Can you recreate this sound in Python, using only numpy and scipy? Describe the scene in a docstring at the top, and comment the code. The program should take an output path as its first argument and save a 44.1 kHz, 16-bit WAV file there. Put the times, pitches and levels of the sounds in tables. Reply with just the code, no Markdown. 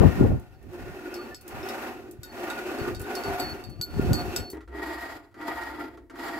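"""Cable over pulleys in a walled yard

A cable runs to and fro over the pulleys of a home-built weight machine, heard from above, then after a cut
from the side. Rolling grit is noise shaking the frame's resonances; the axle squeaks in short sine tones.
A steel hook clinks with decaying modes and noise cracks, and the cable ticks with short noise bursts.
Filtered noise blows as wind on the two microphone ports, with short low pulses as thumps; quiet air and
a low hum lie behind.
"""
import sys
import numpy as np
from scipy import signal
from scipy.fft import rfft, irfft
from scipy.io import wavfile
from scipy.ndimage import uniform_filter1d

SR = 44100
rng = np.random.default_rng(int(sys.argv[2]) if len(sys.argv) > 2 else 0)


def persist_wave(psi):
    """Save psi, clipped to +-1, as 16-bit WAV."""
    counts = np.round(np.clip(psi, -1, 1) * 32767).astype(np.int16)
    wavfile.write(sys.argv[1], SR, np.atleast_2d(counts).T)


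N = 281799
T = np.arange(N) / SR
HZ = np.fft.rfftfreq(N, 1 / SR) + 1e-3  # kept off zero for logs and divisions


def undb(db):
    """Decibels to gain."""
    return 10 ** (np.asarray(db) / 20)


def unit(x):
    """Scale to rms 1."""
    return x / np.sqrt(np.mean(x ** 2))


def decay(t, t60):
    """Exponential fade that falls 60 dB in t60 seconds."""
    return 1000. ** (-t / t60)


def across(table):
    """Points joined on a log-frequency axis."""
    hz, value = np.array(table).T
    return np.interp(np.log(HZ), np.log(hz), value)


def band(x, hz, width_hz):
    """Two-pole resonance, gain 1 at the centre."""
    return signal.lfilter(*signal.iirpeak(hz, hz / width_hz, fs=SR), x)


def walk(rate):
    """Random levels held 1 / rate s and slewed twice; spread near 1."""
    hold = int(SR / rate)
    steps = np.repeat(rng.standard_normal(N // hold + 1), hold)
    return 1.3 * uniform_filter1d(uniform_filter1d(steps, hold), hold)[:N]


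def pair(alike):
    """Spectra of left and right noise whose likeness depends on frequency."""
    c = np.clip(alike, 0, 1)
    mid, side = rfft(rng.standard_normal((2, N)))
    return np.sqrt(1 + c) * mid + np.sqrt(1 - c) * side * np.array([[1], [-1]])


def sides(pan_db):
    """Left and right gain from their difference in dB."""
    return undb(np.array([pan_db, -pan_db]) / 2)


def stroke(start, at_speed, slows, stop, jolt):
    """Cable speed 0-1: a jolt as it breaks free, a quarter sine up, a hold, a quarter sine down."""
    ramp = np.interp(T, [start, at_speed, slows, stop], [jolt, 1, 1, 0], left=0)
    return np.sin(np.pi / 2 * ramp)


# cable strokes: (starts [s], at speed [s], slows [s], stops [s], mid roll level [dB], hiss level [dB],
# then rumble relative to mid roll at each of the four times [dB]);
# the last stroke is still at speed when the sound ends; its last two times are not reached
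CABLE_STROKES_ABOVE = [(-.5, -.1, 0.12, 0.53, -37.5, -48.5, -14, -5, -3.5, 1.5),
                       (.56, .84, 1.28, 1.423, -46.5, -58, 11.5, -2.5, 6, 3.5),
                       (1.35, 1.62, 1.794, 2.223, -38, -50.5, 1.5, -1, -3.5, 14),
                       (2.17, 2.5, 2.878, 3.024, -37.5, -49, -8.5, 0, 3, 3.5),
                       (2.9, 3.16, 3.386, 3.802, -36, -47.5, -5, 2.5, -1.5, 6.9),
                       (3.72, 4.1, 4.325, 4.57, -40.5, -49.5, -4, 1, 0.5, 4.7)]
CABLE_STROKES_SIDE = [(4.46, 4.5, 4.5, 4.73, -47.5, -77, 14, 12, 14, -5),
                      (4.677, 4.85, 5.018, 5.402, -37.5, -52.5, 10.7, -1.5, -7, -6.5),
                      (5.343, 5.5, 5.686, 6.148, -38, -53.5, 2.6, -6, -1, 11.5),
                      (6.097, 6.28, 7.25, 6.94, -38, -51, 10.7, -0.5, -17, -13)]
# frame resonances: (frequency [Hz], width [Hz], level [dB])
FRAME_MODES_ABOVE = [(251, 20, -8.5), (306.2, 15, 2.5), (359.7, 15.6, 6), (402.3, 7, 4.5), (542, 72, -9),
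                     (710, 22.6, -2), (765, 18, -5), (875, 58, -11), (1198, 14, -9), (1431, 30, -7),
                     (1475, 13, -12), (1848, 56, -14), (2594, 150, -19.5)]
FRAME_MODES_SIDE = [(247, 15, -37), (311, 15.3, 7.5), (349, 12.5, 2.5), (403, 3.7, 0.5), (690, 16, -2.5),
                    (800, 34, -10), (920.3, 21, -0.5), (1231, 22, -8.5), (1398, 21, -5), (1903, 26, -3),
                    (3340, 94, -23.5), (4130, 240, -28), (4710, 68, -21), (5000, 26, -26), (7380, 240, -29),
                    (11600, 140, -34), (12870, 230, -26.5)]
# broad roll between the resonances: (frequency [Hz], spectral level [dB])
BROAD_ROLL_ABOVE = [(150, -50), (230, -5), (450, -18.5), (900, -19.5), (1600, -19), (2700, -24.5),
                    (3200, -34.5), (5500, -38), (9000, -44.5), (13500, -38), (16000, -44.5)]
BROAD_ROLL_SIDE = [(190, -34), (260, -6), (600, -17.5), (1000, -17.5), (2100, -19.5), (2700, -28.5),
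                   (5100, -27), (5500, -35), (9000, -37.5), (13000, -33.5), (16000, -41)]
# likeness of left and right: (frequency [Hz], correlation [0-1, values below 0 play as 0])
LIKENESS_ABOVE = [(60, 0), (130, 0.22), (290, 0.95), (640, 0.54), (1410, 0), (3100, 0), (6820, 0),
                  (15000, 0)]
LIKENESS_SIDE = [(60, 0.89), (130, 0.63), (290, 0.86), (640, 0.081), (1410, 0.25), (3100, -0.05),
                 (6820, -1.3), (15000, -0.2)]
WANDER, WANDER_PER_S, PATCHY_DB = .009, 7.5, 2.2  # relative pitch drift, its rate, uneven shaking


def pulleys(strokes, frame, roll, alike, bump_db, waver_db, blur, range_db, lag_share, jolt, grit_db):
    """Grit under the cable shakes the frame; each resonance is caught unevenly and reaches the right port first."""
    # rumble, mid roll and hiss each rise by their own range as the cable gains speed
    gains = 0
    for row in strokes:
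        when, (mid_db, hiss_db) = row[:4], row[4:6]
        rumble_db = np.interp(T, when, row[6:])
        full_db = np.broadcast_arrays(mid_db + rumble_db, mid_db, hiss_db)
        slack = 1 - stroke(*when, jolt)
        gains = gains + undb(full_db - np.array(range_db)[:, None] * slack)
    bumps = undb(bump_db * walk(90) + 1.02 * walk(25.313))
    likeness = across(alike)
    rings = 0
    for hz, width_hz, db in frame:
        shaking = undb(waver_db * walk(22.064) + PATCHY_DB * walk(8.5))
        shaken = band(rng.standard_normal((3, N)) * shaking, hz, width_hz)
        # the pitch wanders as the load on the frame shifts
        warped = T + WANDER * np.cumsum(walk(WANDER_PER_S)) / SR
        common, left, right = (np.interp(warped, T, x) for x in shaken)
        # the less alike the ports are here, the larger the phase lag on the left
        turn = np.arccos(np.clip(np.interp(hz, HZ, likeness), 0, 1)) * lag_share
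        lag = int(turn * SR / (2 * np.pi * hz))
        rings = rings + undb(db) * np.array([np.roll(common, lag) + blur * left, common + blur * right])
    body = pair(likeness) * undb(across(roll)) + rfft(rings)
    # split at 550 and 3000 Hz into rumble, mid roll and hiss
    low, high = (1 / (1 + (HZ / edge_hz) ** 8) for edge_hz in (550, 3000))
    layers = [unit(irfft(body * part, N)) for part in (low, high - low, 1 - high)]
    lumps = [undb(1.25 * walk(13)), undb(0.53 * walk(6.4)), undb(0.21 * walk(15.0) + grit_db * walk(45))]
    return bumps * sum(x * gain * lump for x, gain, lump in zip(layers, gains, lumps))


# brief axle squeaks: (middle [s], frequency [Hz], level [dB], half length [s])
AXLE_SQUEAKS = [(1.066, 1450, -47, 0.017), (1.141, 1470, -48, 0.0087), (1.197, 1200, -44.5, 0.012),
                (1.219, 1440, -46, 0.0089), (1.327, 1765, -46.5, 0.016), (2.54, 1442, -44.5, 0.11),
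                (4.01, 1430, -44.5, 0.017), (4.113, 1443, -42, 0.011)]


def squeaks():
    """The axle catches for a moment and sings a steady tone, its phase a little later on the left."""
    lag = np.array([[.7], [0]])  # radians, left and right
    out = 0
    for s, hz, db, half_s in AXLE_SQUEAKS:
        tone = np.sqrt(2) * np.sin(2 * np.pi * hz * T - lag)
        out = out + undb(db) * tone * np.exp(-((T - s) / half_s) ** 4)
    return out


# short modes of the steel hook: (frequency [Hz], level [dB], t60 before RING_SHORTEN [s])
HOOK_MODES = [(1464, -6, .3), (3700, -5, .07), (3770, -5, .1), (4597, -2, .065), (4720, -9, .05),
              (5275, 1, .09), (5550, -6, .05), (6330, -8, .05), (6800, -6, .04), (7850, 0, .035),
              (9700, -7, .05), (12370, -2, .1), (12450, -6, .14), (13265, -4, .06), (13900, -8, .06)]
# hook clinks: (time [s], crack level before CRACK_TRIM_DB [dB], ring level [dB] near 1.5 kHz, near 3.7 kHz,
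# near 4.6 kHz, near 5.3 kHz, at 6-9 kHz and above 9 kHz, longest mode level [dB], swings free [s],
# tail level of the longest mode [dB])
HOOK_CLINKS = [(.54, -93, -75, -72, -68, -70, -85, -99, -79, 0.035, -83),
               (1.141, -22.5, -54, -56, -38.5, -41, -43, -48, -56, 0.11, -67),
               (1.3459, -31, -51, -59, -40, -43, -42.5, -52, -64, 0.062, -68),
               (1.63, -55, -67, -50, -60, -49, -64, -66, -83, .02, -80),
               (1.688, -18, -55, -40, -44, -42, -59, -57, -80, 0.02, -80),
               (2.2329, -26, -43.5, -43, -41, -52, -41, -45.5, -57, 0.017, -62),
               (2.284, -83, -67, -71, -63, -70, -74, -74, -54.5, 0.032, -65),
               (2.501, -19.5, -31, -34, -42, -54, -42, -55, -70, 0.018, -66),
               (2.7865, -40, -48, -57, -41, -57, -46, -57, -56, 0.05, -61),
               (2.948, -22.5, -41, -46.5, -42, -50, -48, -63, -70, 0.029, -62),
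               (3.042, -50, -62, -47, -62, -66, -66, -70, -76, .02, -76),
               (3.152, -18, -37, -52, -38, -38, -39, -42, -44, 0.038, -51),
               (3.2368, -27, -30, -48, -36, -54, -48, -61, -52, 0.045, -57),
               (3.3988, -41, -54, -41, -26, -49, -34.5, -34.5, -39, 0.13, -56),
               (3.639, -33, -63, -50, -38.5, -66, -54, -58, -46, 0.013, -55),
               (3.8132, -28, -39, -57, -22.5, -53, -33.5, -33.5, -34, 0.028, -47),
               (4.132, -20, -32, -48, -25, -44, -28.5, -35, -38, 0.081, -50.5),
               (4.362, -27, -38.5, -37, -35, -33.5, -31, -38.5, -45.5, 0.19, -77)]
RING_SHORTEN, CRACK_TRIM_DB = 0.78, -18.0
CLATTER_DB, CLATTER_T60_S = -4, 0.11
# longest mode: swells just after the blow, rings free, then a touch chokes it to a faint tail
RING_HZ, SWELL_AFTER_S, SWELL_S, FREE_T60_S, CHOKE_S = 4414, 0.011, 0.0027, 1.6, 0.0025
TAIL_T60_S, TAIL_WAVER_DB = .9, 5
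PARTNER_HZ, PARTNER_DB = 4597, -10  # second tone in the tail, level relative to the tail


def hook():
    """Each blow cracks and rings the short modes; the long mode rings free until the hook touches again."""
    out, t = np.zeros((2, N + SR)), T[:SR // 3]
    age = T[:SR]
    hz, db, t60 = np.array(HOOK_MODES).T[:, :, None]
    family = np.searchsorted([3000, 4000, 5000, 6000, 9000], hz)  # which ring column each mode follows
    long, partner = np.zeros((2, N))
    waver = undb(TAIL_WAVER_DB * np.tanh([walk(37), walk(40)]))
    for s, crack_db, *ring_db, long_db, free_s, tail_db in HOOK_CLINKS:
        # every blow strikes the modes with other strengths, pitches and phases
        size, detune, *phases = rng.standard_normal((4, len(HOOK_MODES), 1))
        fade = undb(db + np.array(ring_db)[family] + size) * decay(t, RING_SHORTEN * t60)
        turn = 2 * np.pi * hz * (1 + .004 * detune) * t
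        ring = np.array([(fade * np.sin(turn + phase)).sum(axis=0) for phase in phases])
        crack = band(rng.standard_normal((2, len(t))), 5000, 16000)
        crack *= decay(t, 0.019) + 0.31 * decay(t, 0.043)
        clatter = band(rng.standard_normal((2, len(t))), 4600, 2900) * decay(t, CLATTER_T60_S)
        i = int(s * SR)
        out[:, i:i + len(t)] += ring + undb(crack_db + CRACK_TRIM_DB) * (crack + undb(CLATTER_DB) * clatter)

        span = slice(i, i + SR)
        free = decay(age, FREE_T60_S) * np.exp(-np.maximum(age - free_s, 0) / CHOKE_S)
        tail = waver[:, span] * decay(age, TAIL_T60_S)
        swell = 1 / (1 + np.exp((SWELL_AFTER_S - age) / SWELL_S))
        # the new ring takes over from the last one
        long[span] = (1 - swell) * long[span] + swell * (undb(long_db) * free + undb(tail_db) * tail[0])
        partner[span] = undb(tail_db + PARTNER_DB) * tail[1]
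    # the loose hook chatters while it rings
    chatter = undb(3 * np.array([walk(150), walk(150)]))
    partner_tone = partner * np.sin(2 * np.pi * PARTNER_HZ * T + 2 * walk(40))
    clinks = out[:, :N] * chatter + partner_tone
    # the phase drifts, partly by itself at each port
    drift = 0.81 * walk(28) + np.array([[.9], [0]]) + 0.31 * np.array([walk(7.9), walk(6.7)])
    long_level = np.sqrt(2) * long * undb(2.8 * np.tanh(walk(55)))
    return clinks, long_level * np.sin(2 * np.pi * RING_HZ * T + drift)


# cable ticks: (time [s], level before TICK_TRIM_DB [dB])
CABLE_TICKS = [(0.397, -41), (.627, -48), (.732, -43), (0.8071, -50), (1.411, -34.5), (1.479, -26),
               (1.7769, -39), (2.111, -32.5), (2.996, -27.5), (3.0153, -27), (3.498, -34), (3.697, -38),
               (4.501, -25.5), (4.5147, -33)]
TICK_HZ, TICK_T60_S, TICK_TRIM_DB = 11800, 0.042, -13.0
# knocks in the frame at the second spot: (time [s], snap level [dB], ring level [dB], thud level [dB])
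FRAME_KNOCKS = [(4.533, -71, -62, -42), (4.548, -71.5, -64, -44), (4.57, -74, -65, -43),
                (4.607, -77, -50.5, -59), (4.636, -76, -67, -69), (4.677, -81, -54, -69),
                (4.717, -69, -64, -56), (4.769, -61, -64, -41), (5.3134, -89, -63, -69),
                (5.3418, -81, -52, -51), (5.413, -54, -46, -44), (5.635, -43, -49, -50),
                (5.84, -63, -50, -41), (5.973, -76, -52.5, -45), (6.098, -60, -45, -55),
                (6.156, -65, -46, -46), (6.194, -46, -45, -53), (6.283, -41, -40, -52)]
# snap, ring and thud of a knock: (frequency [Hz], width [Hz], t60 [s])
KNOCK_PARTS = [(2100, 1800, 0.023), (1350, 250, 0.09), (336, 80, 0.035)]


def ticks():
    """Short bright snaps as the cable takes or sheds load; duller knocks through the frame at the second spot."""
    out, t = np.zeros((2, N + SR)), T[:SR // 8]
    for s, db in CABLE_TICKS:
        snap = unit(band(rng.standard_normal((2, len(t))), TICK_HZ, 0.78 * TICK_HZ))
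        i = int(s * SR)
        out[:, i:i + len(t)] += undb(db + TICK_TRIM_DB) * snap * decay(t, TICK_T60_S)
    for s, *part_db in FRAME_KNOCKS:
        i = int(s * SR)
        for db, (hz, width_hz, t60) in zip(part_db, KNOCK_PARTS):
            knock = unit(band(rng.standard_normal(len(t)), hz, width_hz))
            out[:, i:i + len(t)] += undb(db) * knock * decay(t, t60)
    return out[:, :N]


WALLS_DB, WALLS_T60_S = -3.5, 0.13


def walls(x):
    """Close stone walls return a short dense tail, another one to each port."""
    t = T[:SR // 5]
    tail = rng.standard_normal((2, len(t))) * decay(t, WALLS_T60_S) * (t > .003)
    tail /= np.sqrt(np.sum(tail ** 2, axis=1, keepdims=True))
    return x + undb(WALLS_DB) * signal.fftconvolve(x, tail, axes=1)[:, :N]


# wind gusts: (rise aimed at full level by [s], fall counted from [s], level before WIND_TRIM_DB [dB],
# upper buffet relative to that level [dB], left minus right [dB])
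WIND_GUSTS = [(0.014, 0.065, -11.5, -6, 10.5), (0.206, 0.27, -16.5, -5.5, 2), (0.29, 0.35, -21, -14.5, 0),
              (0.65, 0.7, -52, -9, -24.5), (.82, 0.91, -40, -28, -3), (1.54, 1.62, -45, -30, -7),
              (2.197, 2.14, -38, -14, 2), (2.816, 3.03, -43, -42, 10), (2.91, 2.95, -44, -30, -8),
              (3.274, 3.32, -38.5, -31, 11), (3.454, 3.54, -46.5, -28, 17), (3.667, 3.69, -45, -22, 26),
              (3.792, 3.8, -42.5, -12.5, 7), (3.947, 4.1, -26, -22, -1), (4.106, 4.134, -25.5, -2, -3),
              (4.195, 4.292, -30.5, -47, 2.5), (4.397, 4.4, -31, -38, 4)]
GUST_RISE_DB_PER_S, GUST_FALL_DB_PER_S = 450, 322
# before WIND_TRIM_DB: steady breeze, its sway, and the rasp
BREEZE_DB, BREEZE_SWAY_DB, RASP_DB, WIND_TRIM_DB = -53, 3.5, -21, -3.5
# wind thumps: (time [s], level before THUMP_TRIM_DB [dB], frequency [Hz], left minus right [dB])
WIND_THUMPS = [(.036, -11, 467, 26), (.039, -12, 800, 15), (0.046, -9, 170, 6), (.053, -6, 199, 16),
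               (0.061, -5, 230, 10), (.067, -10, 105, 6), (0.076, -9, 127, 12), (0.209, -22, 580, 4),
               (.212, 2, 258, 3), (0.232, -11, 126, 5), (.241, -2.5, 262, 4), (.318, -15.5, 440, 6),
               (2.194, -29.5, 102, -2), (2.818, -30, 109, 25), (2.971, -25, 87.6, 8), (3.01, -23.5, 95, 2),
               (3.285, -22, 128, 3), (3.801, -23, 106.4, 4), (3.971, -14.5, 154, 3), (3.997, -4, 276, 2),
               (4.05, -18, 200, -10), (4.117, -3, 133, -1)]
THUMP_TRIM_DB = -5.0


def wind():
    """Eddies strike each port on its own: lumpy bass, an upper buffet, a rasp, a few single thumps."""
    bass_gain = undb(BREEZE_DB + BREEZE_SWAY_DB * np.array([walk(8.24), walk(8.33)]))
    upper_gain = 0
    for rise_by, fall_from, db, upper_db, pan_db in WIND_GUSTS:
        rise_db = GUST_RISE_DB_PER_S * np.maximum(rise_by - T, 0)
        fall_db = GUST_FALL_DB_PER_S * np.maximum(T - fall_from, 0)
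        gust = undb(db - rise_db - fall_db) * sides(pan_db)[:, None]
        bass_gain = bass_gain + gust
        upper_gain = upper_gain + gust * undb(upper_db)
    lumps = undb(2.5 * np.array([walk(45), walk(45)]))
    eddies = rfft(rng.standard_normal((2, N)) * lumps)
    bass = irfft(eddies / (1 + (42 / HZ) ** 4) / (1 + (HZ / 125) ** 3), N)
    upper = irfft(eddies / (1 + (200 / HZ) ** 3) / (1 + (HZ / 330) ** 3), N)
    rasp = irfft(eddies / (1 + (450 / HZ) ** 3) / (1 + (HZ / 900) ** 3), N)
    # strong gusts rasp most: it grows with the square of the gust
    rasp_gain = bass_gain ** 2 * undb(RASP_DB)
    out = unit(bass) * bass_gain + unit(upper) * upper_gain + unit(rasp) * rasp_gain
    out *= undb(WIND_TRIM_DB)
    skew = rng.uniform(0, 1, (len(WIND_THUMPS), 1)) * [0, 1.2]  # each port meets the thump at another phase
    for (s, db, hz, pan_db), phase in zip(WIND_THUMPS, skew):
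        near = slice(max(int(s * SR) - 2000, 0), int(s * SR) + 2000)
        cycles = (T[near] - s) * hz
        shape = np.cos(2 * np.pi * cycles + phase[:, None]) * np.exp(-(cycles / 0.53) ** 2)
        out[:, near] += sides(pan_db)[:, None] * undb(db + THUMP_TRIM_DB) * shape
    return out


# low hum: (time [s], level [dB])
HUM_LEVEL = [(4.55, -46), (5.1, -57), (5.3, -85), (5.6, -53), (6.0, -59), (6.39, -66)]
HUM_HZ, HUM_WIDTH_HZ = 63, 11  # width of each of two resonances in series


def low_hum():
    """Noise through two narrow resonances gives a low wavering hum."""
    once = band(rng.standard_normal(N), HUM_HZ, HUM_WIDTH_HZ)
    return unit(band(once, HUM_HZ, HUM_WIDTH_HZ)) * undb(np.interp(T, *np.transpose(HUM_LEVEL)))


# colour of the yard's air: (frequency [Hz], relative spectral level [dB])
AIR_COLOUR = [(25, -25), (45, 5), (70, -3.5), (110, 2), (180, -28), (300, -22), (1200, -35), (3000, -47),
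              (16000, -44)]
AIR_DB = -60


def yard_air():
    """Quiet, mostly low noise, partly alike at both ports."""
    return unit(irfft(pair(0.49) * undb(across(AIR_COLOUR)), N)) * undb(AIR_DB)


CUT_S = 4.53


def scene():
    """Two spots joined by a cut; ticks and air run through both."""
    above = pulleys(CABLE_STROKES_ABOVE, FRAME_MODES_ABOVE, BROAD_ROLL_ABOVE, LIKENESS_ABOVE,
                    bump_db=1.23, waver_db=2.0, blur=0.23, range_db=[36, 42, 38],
                    lag_share=.55, jolt=0, grit_db=0.2)
    side = pulleys(CABLE_STROKES_SIDE, FRAME_MODES_SIDE, BROAD_ROLL_SIDE, LIKENESS_SIDE,
                   bump_db=1.77, waver_db=1.0, blur=0.26, range_db=[44, 50, 52],
                   lag_share=0.19, jolt=0.32, grit_db=2.0)
    clinks, long_ring = hook()
    first_spot = above + squeaks() + walls(clinks) + long_ring + wind()
    second_spot = side + low_hum()
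    later = np.clip((T - CUT_S) / .003, 0, 1)  # 3 ms crossfade
    return (1 - later) * first_spot + later * second_spot + walls(ticks()) + yard_air()


TOP_HZ = 15750


def record(dry):
    """The loudest gusts round off; the top is cut."""
    rounded = np.tanh(1.2 * dry) / 1.1
    top_cut = signal.ellip(10, .2, 60, TOP_HZ, fs=SR, output="sos")
    return signal.sosfilt(top_cut, rounded)


dry = scene()
out = record(dry)
persist_wave(out)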